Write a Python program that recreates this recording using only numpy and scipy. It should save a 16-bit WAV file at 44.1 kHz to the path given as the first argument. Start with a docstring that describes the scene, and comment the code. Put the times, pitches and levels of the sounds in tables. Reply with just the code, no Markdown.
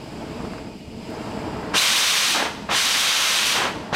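"""A cutting torch burns over a steel auger in a metalworking shop: its oxygen jet is broad, bright noise that follows the lever.
The lever is pressed twice and starts to open again at the end; at part flow the flame pops and flares.
Under it the preheat flame roars and flutters as shaped noise on the steel, and the tip hisses with a floor echo.
A short whistle is a wandering sine and a tick is a burst of bright noise. The shop adds close reflections and a tail,
and a gain control ducks under the loud jet."""
import sys
import numpy as np
from scipy import signal
from scipy.fft import rfft, irfft, next_fast_len
from scipy.io import wavfile

SR = 44100
rng = np.random.default_rng(int(sys.argv[2]) if len(sys.argv) > 2 else 0)


def unload_wav(signal):
    """Save mono or channel-first audio to the path in sys.argv[1] as 16-bit WAV at rate SR, clipped to [-1, 1]."""
    wavfile.write(
        sys.argv[1],
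        SR,
        np.round(np.clip(np.atleast_2d(signal).T, -1, 1) * 32767).astype(np.int16),
    )


N = 174195
TIME = np.arange(N) / SR
FFT_SIZE = next_fast_len(N + SR // 2, True)
FREQS = np.maximum(np.arange(FFT_SIZE // 2 + 1) * SR / FFT_SIZE, 1)
OCTAVES_HZ = 62.5 * 2. ** np.arange(9)


def from_db(db):
    """Decibels to amplitude gain."""
    return 10 ** (np.asarray(db) / 20)


def rms_one(x):
    """Scale to rms 1."""
    return x / np.sqrt(np.mean(x ** 2) + 1e-20)


def in_time(rows):
    """Each column of a breakpoint curve, read at every sample."""
    seconds, *columns = np.transpose(rows)
    return [np.interp(TIME, seconds, column) for column in columns]


def at_hz(points, hz):
    """Read a curve on a log-frequency axis."""
    point_hz, value = np.transpose(points)
    return np.interp(np.log(hz), np.log(point_hz), value)


def drift(corner_hz):
    """Random wander of spread 1: noise through two equal low-pass poles."""
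    step = 40  # samples between the values computed
    pole = np.exp(-2 * np.pi * corner_hz * step / SR)
    settling = 2000
    white = rng.standard_normal(N // step + settling + 2)
    slow = signal.lfilter([1], [1, -2 * pole, pole * pole], white)[settling:]
    return np.interp(np.arange(N) / step, np.arange(len(slow)), rms_one(slow))


def noise(spectrum, peaks=()):
    """Turbulence with a given spectrum and resonances (Hz, width Hz, gain dB); rms 1."""
    db = at_hz(spectrum, FREQS)
    for hz, width_hz, gain_db in peaks:
        db = db + gain_db / (1 + (2 * (FREQS - hz) / width_hz) ** 2)
    white = rng.standard_normal(FFT_SIZE)
    return rms_one(irfft(rfft(white) * from_db(db))[:N])


def by_octave(x, gain_at):
    """Give each octave of a steady noise its own gain over time, with overlapping bands."""
    spectrum = rfft(x, FFT_SIZE)
    total = np.zeros(N)
    for hz, row in zip(OCTAVES_HZ, np.eye(len(OCTAVES_HZ))):
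        share = np.interp(np.log(FREQS), np.log(OCTAVES_HZ), row)
        total += irfft(spectrum * share)[:N] * gain_at(hz)
    return total


def puff(start, attack, decay):
    """A quick rise to 1 and an exponential fall; all times in seconds."""
    age = np.maximum(TIME - start, 0)
    return np.minimum(age / attack, 1) * np.exp(-np.maximum(age - attack, 0) / decay)


def valve():
    """Oxygen flow (0-1) from the lever, with the level and brightness of the press under way."""
    # Each row: opens in s, time to full flow in s, starts closing in s, time to shut in s,
    # jet level offset in dB, brightness in dB per octave, level change while pressed in dB per s.
    presses = [(1.733, 0.049, 2.3164, 0.21, 3, 1, -8), (2.686, 0.085, 3.521, .21, -0.94, 0.5, -1.2),
               (3.921, 0.073, 4.3, .2, -1, 0, -1)]
    flow, level_db, bright = np.zeros((3, N))
    for opens, rise, closes, fall, db, tilt, sag in presses:
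        opening = (TIME - opens) / rise
        closing = 1 - (TIME - closes) / fall
        press = np.clip(np.minimum(opening, closing), 0, 1)
        flow = np.maximum(flow, press)
        level_db = np.where(press > 0, db + sag * (TIME - opens), level_db)
        bright = np.where(press > 0, tilt, bright)
    return flow, level_db, bright


def oxygen_jet(flow, level_db, bright):
    """The jet's turbulence grows louder and brighter with flow; the treble needs the most flow."""
    # Jet spectrum at full flow. Each row: frequency in Hz, relative density in dB per Hz.
    jet_spectrum = [(60, -30), (130, -26.5), (250, -21), (350, -18.5), (500, -11), (700, -9), (1040, -4),
                    (1840, -4), (3050, -1.5), (3900, -2.5), (5280, -6.5), (6120, -6.5), (7250, -12),
                    (9540, -14.5), (11100, -21), (12600, -20.5), (15500, -33.5)]
    # Resonances of the jet on the steel. 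Each row: frequency in Hz, width in Hz, gain in dB.
    steel_peaks = [(1045, 59, 1), (2430, 66, 3), (3130, 81, 3), (3760, 110, 2.5), (5930, 86, 3.5),
                   (6260, 100, -0.5), (8370, 220, 3)]
    jet_db, flicker_db, rough_db = -12.5, 0.53, 0.32
    flow_power, power_per_octave = 1.03, 0.44

    def gain_at(hz):
        octave = np.log2(hz / 3000)  # brightness tilts around 3 kHz
        power = max(flow_power + power_per_octave * octave, .5)
        return flow ** power * from_db(bright * octave + flicker_db * drift(16))

    turbulence = by_octave(noise(jet_spectrum, steel_peaks), gain_at)
    return turbulence * from_db(jet_db + level_db + rough_db * drift(200))


def flare(flow):
    """At part flow the oxygen feeds the flame, which tears and roars."""
    # Flame spectrum before the low-pass. Each row: frequency in Hz, relative density in dB per Hz.
    flame_spectrum = [(35, -33), (60, -23), (180, -12.5), (300, -6.5), (500, -5), (770, -2), (1440, -3),
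                      (2500, -9.5), (6000, -19), (12000, -21)]
    flare_db, opening_db, rough_db = -16, -5, 2.0  # weaker while the valve opens than while it shuts
    below_flow, edge = 0.92, .11  # it burns only below this flow, fading over the edge
    above_flow, dying_edge = .02, 0.29  # and dies when the valve is nearly shut
    flow_power = 0.37  # it grows with the flow, though less than in proportion
    upper_fade = (below_flow - flow) / edge
    lower_fade = (flow - above_flow) / dying_edge
    alight = np.clip(np.minimum(upper_fade, lower_fade), 0, 1)
    low_pass = signal.butter(2, 4500, fs=SR, output="sos")
    tearing = signal.sosfilt(low_pass, noise(flame_spectrum))
    level_db = flare_db + opening_db * (np.gradient(flow) > 0) + rough_db * drift(120)
    return tearing * alight * flow ** flow_power * from_db(level_db)


def pops():
    """Dull thuds of the flame, soft as it sputters on the steel, harder as the oxygen reaches it."""
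    # Each row: start in seconds, level in dB.
    pop_times = [(0.404, -32), (0.447, -29.5), (0.502, -37), (0.533, -30), (.581, -34), (1.739, -26),
                 (2.689, -16.5), (3.926, -17.5)]
    # Thud spectrum. Each row: frequency in Hz, relative density in dB per Hz.
    thud_spectrum = [(60, -25), (180, -6.5), (380, -14), (1100, -7), (2000, -21.5), (5000, -42),
                     (15000, -70)]
    attack_s, decay_s = .002, 0.0065
    envelope = sum(from_db(db) * puff(start, attack_s, decay_s) for start, db in pop_times)
    return noise(thud_spectrum) * envelope


def squeal():
    """The tip squeals on the first press: an unsteady sine that leaps up as the pressure builds."""
    # Each row: time in seconds, centre pitch in Hz, mean level in dB.
    whistle = [(1.755, 3300, -54), (1.766, 2700, -15), (1.776, 2775, -17), (1.783, 3940, -11),
               (1.795, 4030, -13), (1.806, 4000, -17), (1.83, 3860, -45)]
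    pitch_spread_hz, rough_db = 94, 2.3
    hz, db = in_time(whistle)
    sounding = (TIME > whistle[0][0]) & (TIME < whistle[-1][0])
    phase = 2 * np.pi * np.cumsum(hz + pitch_spread_hz * drift(317)) / SR
    return sounding * from_db(db + rough_db * drift(120)) * np.sin(phase)


def flame_roar():
    """The preheat flame rumbles on the steel as low noise; its bass flutters at a wandering rate."""
    # Each row: time in seconds, bass level in dB, middle level in dB, both before the offsets below.
    roar_level = [(0, -35, -46.5), (.2, -32.5, -41), (.42, -30.5, -41), (.58, -34, -44), (.7, -34, -47.5),
                  (.79, -36.5, -62), (.87, -37, -54.5), (.95, -33, -52.5), (1.08, -32, -45),
                  (1.15, -32.5, -37.5), (1.35, -31, -37.5), (1.7, -30.5, -34), (2.2, -35.5, -37.5),
                  (2.6, -32, -43.5), (3.3, -37, -44), (3.75, -27, -37.5), (3.9, -35.5, -37.5)]
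    # Rumble spectrum before the low-pass. Each row: frequency in Hz, relative density in dB per Hz.
    roar_spectrum = [(15, -38), (25, -13), (45, -15.5), (65, -4.5), (100, -7.5), (200, -1.5), (240, 0),
                     (270, -6.5), (313, -3), (363, -10), (449, -4.5), (543, -14.5), (604, -9), (796, -14),
                     (905, -9), (1030, -16.5), (1980, -25), (4000, -37), (6000, -45), (10000, -70)]
    # Resonances. Each row: frequency in Hz, width in Hz, gain in dB.
    roar_peaks = [(314, 21, 2), (637, 35, 4)]
    # Each row: time in seconds, flutter depth in dB (negative turns the swing over).
    flutter_depth = [(0, -3), (.42, 4.2), (.75, -1.5), (1.1, -1.5), (1.4, -0.5), (3.9, 0)]
    bass_hz, middle_hz, top_hz = 253, 1300, 2600
    middle_offset_db, offset_db, rough_db, flicker_db = 9, -0.5, 1.0, .5
    flutter_hz, flutter_wander = 22.1, 0.147  # wander as a fraction of the rate

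    bass_db, middle_db = in_time(roar_level)
    depth_db, = in_time(flutter_depth)
    rate_hz = flutter_hz * (1 + flutter_wander * drift(7.7))
    flutter_db = depth_db * np.sin(2 * np.pi * np.cumsum(rate_hz) / SR)

    def gain_at(hz):
        upper = np.clip(np.log(hz / bass_hz) / np.log(middle_hz / bass_hz), 0, 1)
        bass_part = (1 - upper) * (bass_db + flutter_db)
        middle_part = upper * (middle_db + middle_offset_db)
        return from_db(bass_part + middle_part + flicker_db * drift(15))

    low_pass = signal.butter(2, top_hz, fs=SR, output="sos")
    rumble = signal.sosfilt(low_pass, noise(roar_spectrum, roar_peaks))
    return by_octave(rumble, gain_at) * from_db(rough_db * drift(70) + offset_db)


def tip_hiss():
    """The preheat holes hiss, combed by a delayed copy off the floor."""
    # Each row: time in seconds, level in dB before the echo is added.
    tip_level = [(0, -47.5), (.5, -47), (.58, -47), (.66, -50.5), (.8, -51), (.95, -51), (1.05, -47),
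                 (1.25, -45), (1.6, -47), (3.9, -50)]
    # Hiss spectrum. Each row: frequency in Hz, relative density in dB per Hz.
    tip_spectrum = [(400, -26), (900, -24), (1700, -8.5), (2400, 3), (2900, 0), (3600, -4), (4300, -4.5),
                    (4700, -1), (5100, -1.5), (5500, -8.5), (6300, -11.5), (7000, -11.5), (7600, -8),
                    (8300, -13.5), (10000, -17), (11700, -23.5), (13000, -22), (15500, -33)]
    # Resonances. Each row: frequency in Hz, width in Hz, gain in dB.
    tip_peaks = [(2880, 100, 3), (4630, 90, 0.5), (5030, 110, 3.5), (7620, 400, 2)]
    # Each row: time in seconds, delay of the floor echo in ms.
    floor_echo = [(0, 5.4), (1.3, 5.06), (1.7, 4.98), (3.9, 4.5)]
    echo_gain = 0.46
    level_db, = in_time(tip_level)
    delay_ms, = in_time(floor_echo)
    hiss = noise(tip_spectrum, tip_peaks) * from_db(level_db)
    return hiss + echo_gain * np.interp(TIME - delay_ms / 1000, TIME, hiss)


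def spark():
    """One flake of scale ticks off: a tiny burst of bright noise."""
    # Tick spectrum. Each row: frequency in Hz, relative density in dB per Hz.
    tick_spectrum = [(2000, -15), (6000, -3), (11000, 3), (15500, -3)]
    start_s, attack_s, decay_s, level_db = 1.102, .001, .004, -51
    return noise(tick_spectrum) * from_db(level_db) * puff(start_s, attack_s, decay_s)


def shop(x):
    """Close reflections off the steel and the shop's tail, both decaying noise convolved with x."""
    # Each row: frequency in Hz, time to decay by 60 dB in seconds.
    decay_times = [(125, 0.41), (1000, 0.63), (4000, 0.61), (8000, 0.58), (15000, 0.48)]
    tail_db, tail_delay_s = -10.5, 0.0099
    early_db, early_start_s, early_attack_s, early_decay_s = -16, 0.0019, 0.003, 0.0067

    def decay_at(hz):
        return from_db(-60 * TIME / at_hz(decay_times, hz))

    tail = by_octave(rng.standard_normal(N), decay_at) * (TIME > tail_delay_s)
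    high_pass = signal.butter(2, 900, "high", fs=SR, output="sos")
    early = signal.sosfilt(high_pass, rng.standard_normal(N))
    early = early * puff(early_start_s, early_attack_s, early_decay_s)
    response = from_db(tail_db) * rms_one(tail) + from_db(early_db) * rms_one(early)
    return signal.fftconvolve(x, response / np.sqrt(N))[:N]


def two_sides(x, jet):
    """Add scattered sound to one side and subtract it from the other; the top treble leans right."""
    # Scattered part of the whole sound. Each row: frequency in Hz, level in dB.
    width = [(500, -60), (1200, -53), (4400, -61.5), (6500, -39), (9000, -20.5), (10500, -20),
             (12000, -1.5), (15500, 0.5)]
    # Extra scattered part of the jet, widest in its low end. Each row: frequency in Hz, level in dB.
    jet_width = [(60, 1), (200, -1), (400, -11.5), (700, -18.5), (1000, -23.5), (1400, -54), (2400, -84)]
    # Each row: frequency in Hz, left minus right in dB.
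    balance = [(9500, 0), (11000, 0), (12500, -6), (15000, -7)]
    scatter_s = 0.03  # decay time constant
    scatter = rms_one(rng.standard_normal(N) * np.exp(-TIME / scatter_s)) / np.sqrt(N)
    mid = rfft(x, FFT_SIZE)
    spread = mid * from_db(at_hz(width, FREQS))
    spread = spread + rfft(jet, FFT_SIZE) * from_db(at_hz(jet_width, FREQS))
    side = spread * rfft(scatter, FFT_SIZE)
    lean_db = at_hz(balance, FREQS) / 2
    left = irfft((mid + side) * from_db(lean_db))[:N]
    right = irfft((mid - side) * from_db(-lean_db))[:N]
    return np.array([left, right])


def scene():
    """The torch in the shop, on two channels."""
    flow, level_db, bright = valve()
    jet = oxygen_jet(flow, level_db, bright)
    flame = flare(flow) + pops() + flame_roar()
    torch = jet + flame + squeal() + tip_hiss() + spark()
    return two_sides(torch + shop(torch), jet)


def one_pole(x, seconds):
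    """Smooth over a time constant."""
    pole = np.exp(-1 / (seconds * SR))
    return signal.lfilter([1 - pole], [1, -pole], x)


def record(dry):
    """Gain control turns loud sound down and recovers slowly; the extreme treble is cut."""
    threshold_db, slope = -23.5, 0.62  # slope: dB of cut per dB over the threshold
    release_db_per_s, attack_s, window_s = 19, 0.0017, 0.015
    cutoff_hz = 15800
    power = one_pole(np.mean(dry ** 2, axis=0), window_s)
    level_db = 10 * np.log10(power + 1e-12)
    wanted_cut_db = slope * np.maximum(level_db - threshold_db, 0)
    # A running maximum on a rising ramp lets the cut fall no faster than the release.
    release = release_db_per_s * TIME
    held_cut_db = np.maximum.accumulate(wanted_cut_db + release) - release
    cut_db = one_pole(held_cut_db, attack_s)
    low_pass = signal.ellip(12, .1, 80, cutoff_hz, fs=SR, output="sos")
    return signal.sosfilt(low_pass, dry * from_db(-cut_db))


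dry = scene()
out = record(dry)
unload_wav(out)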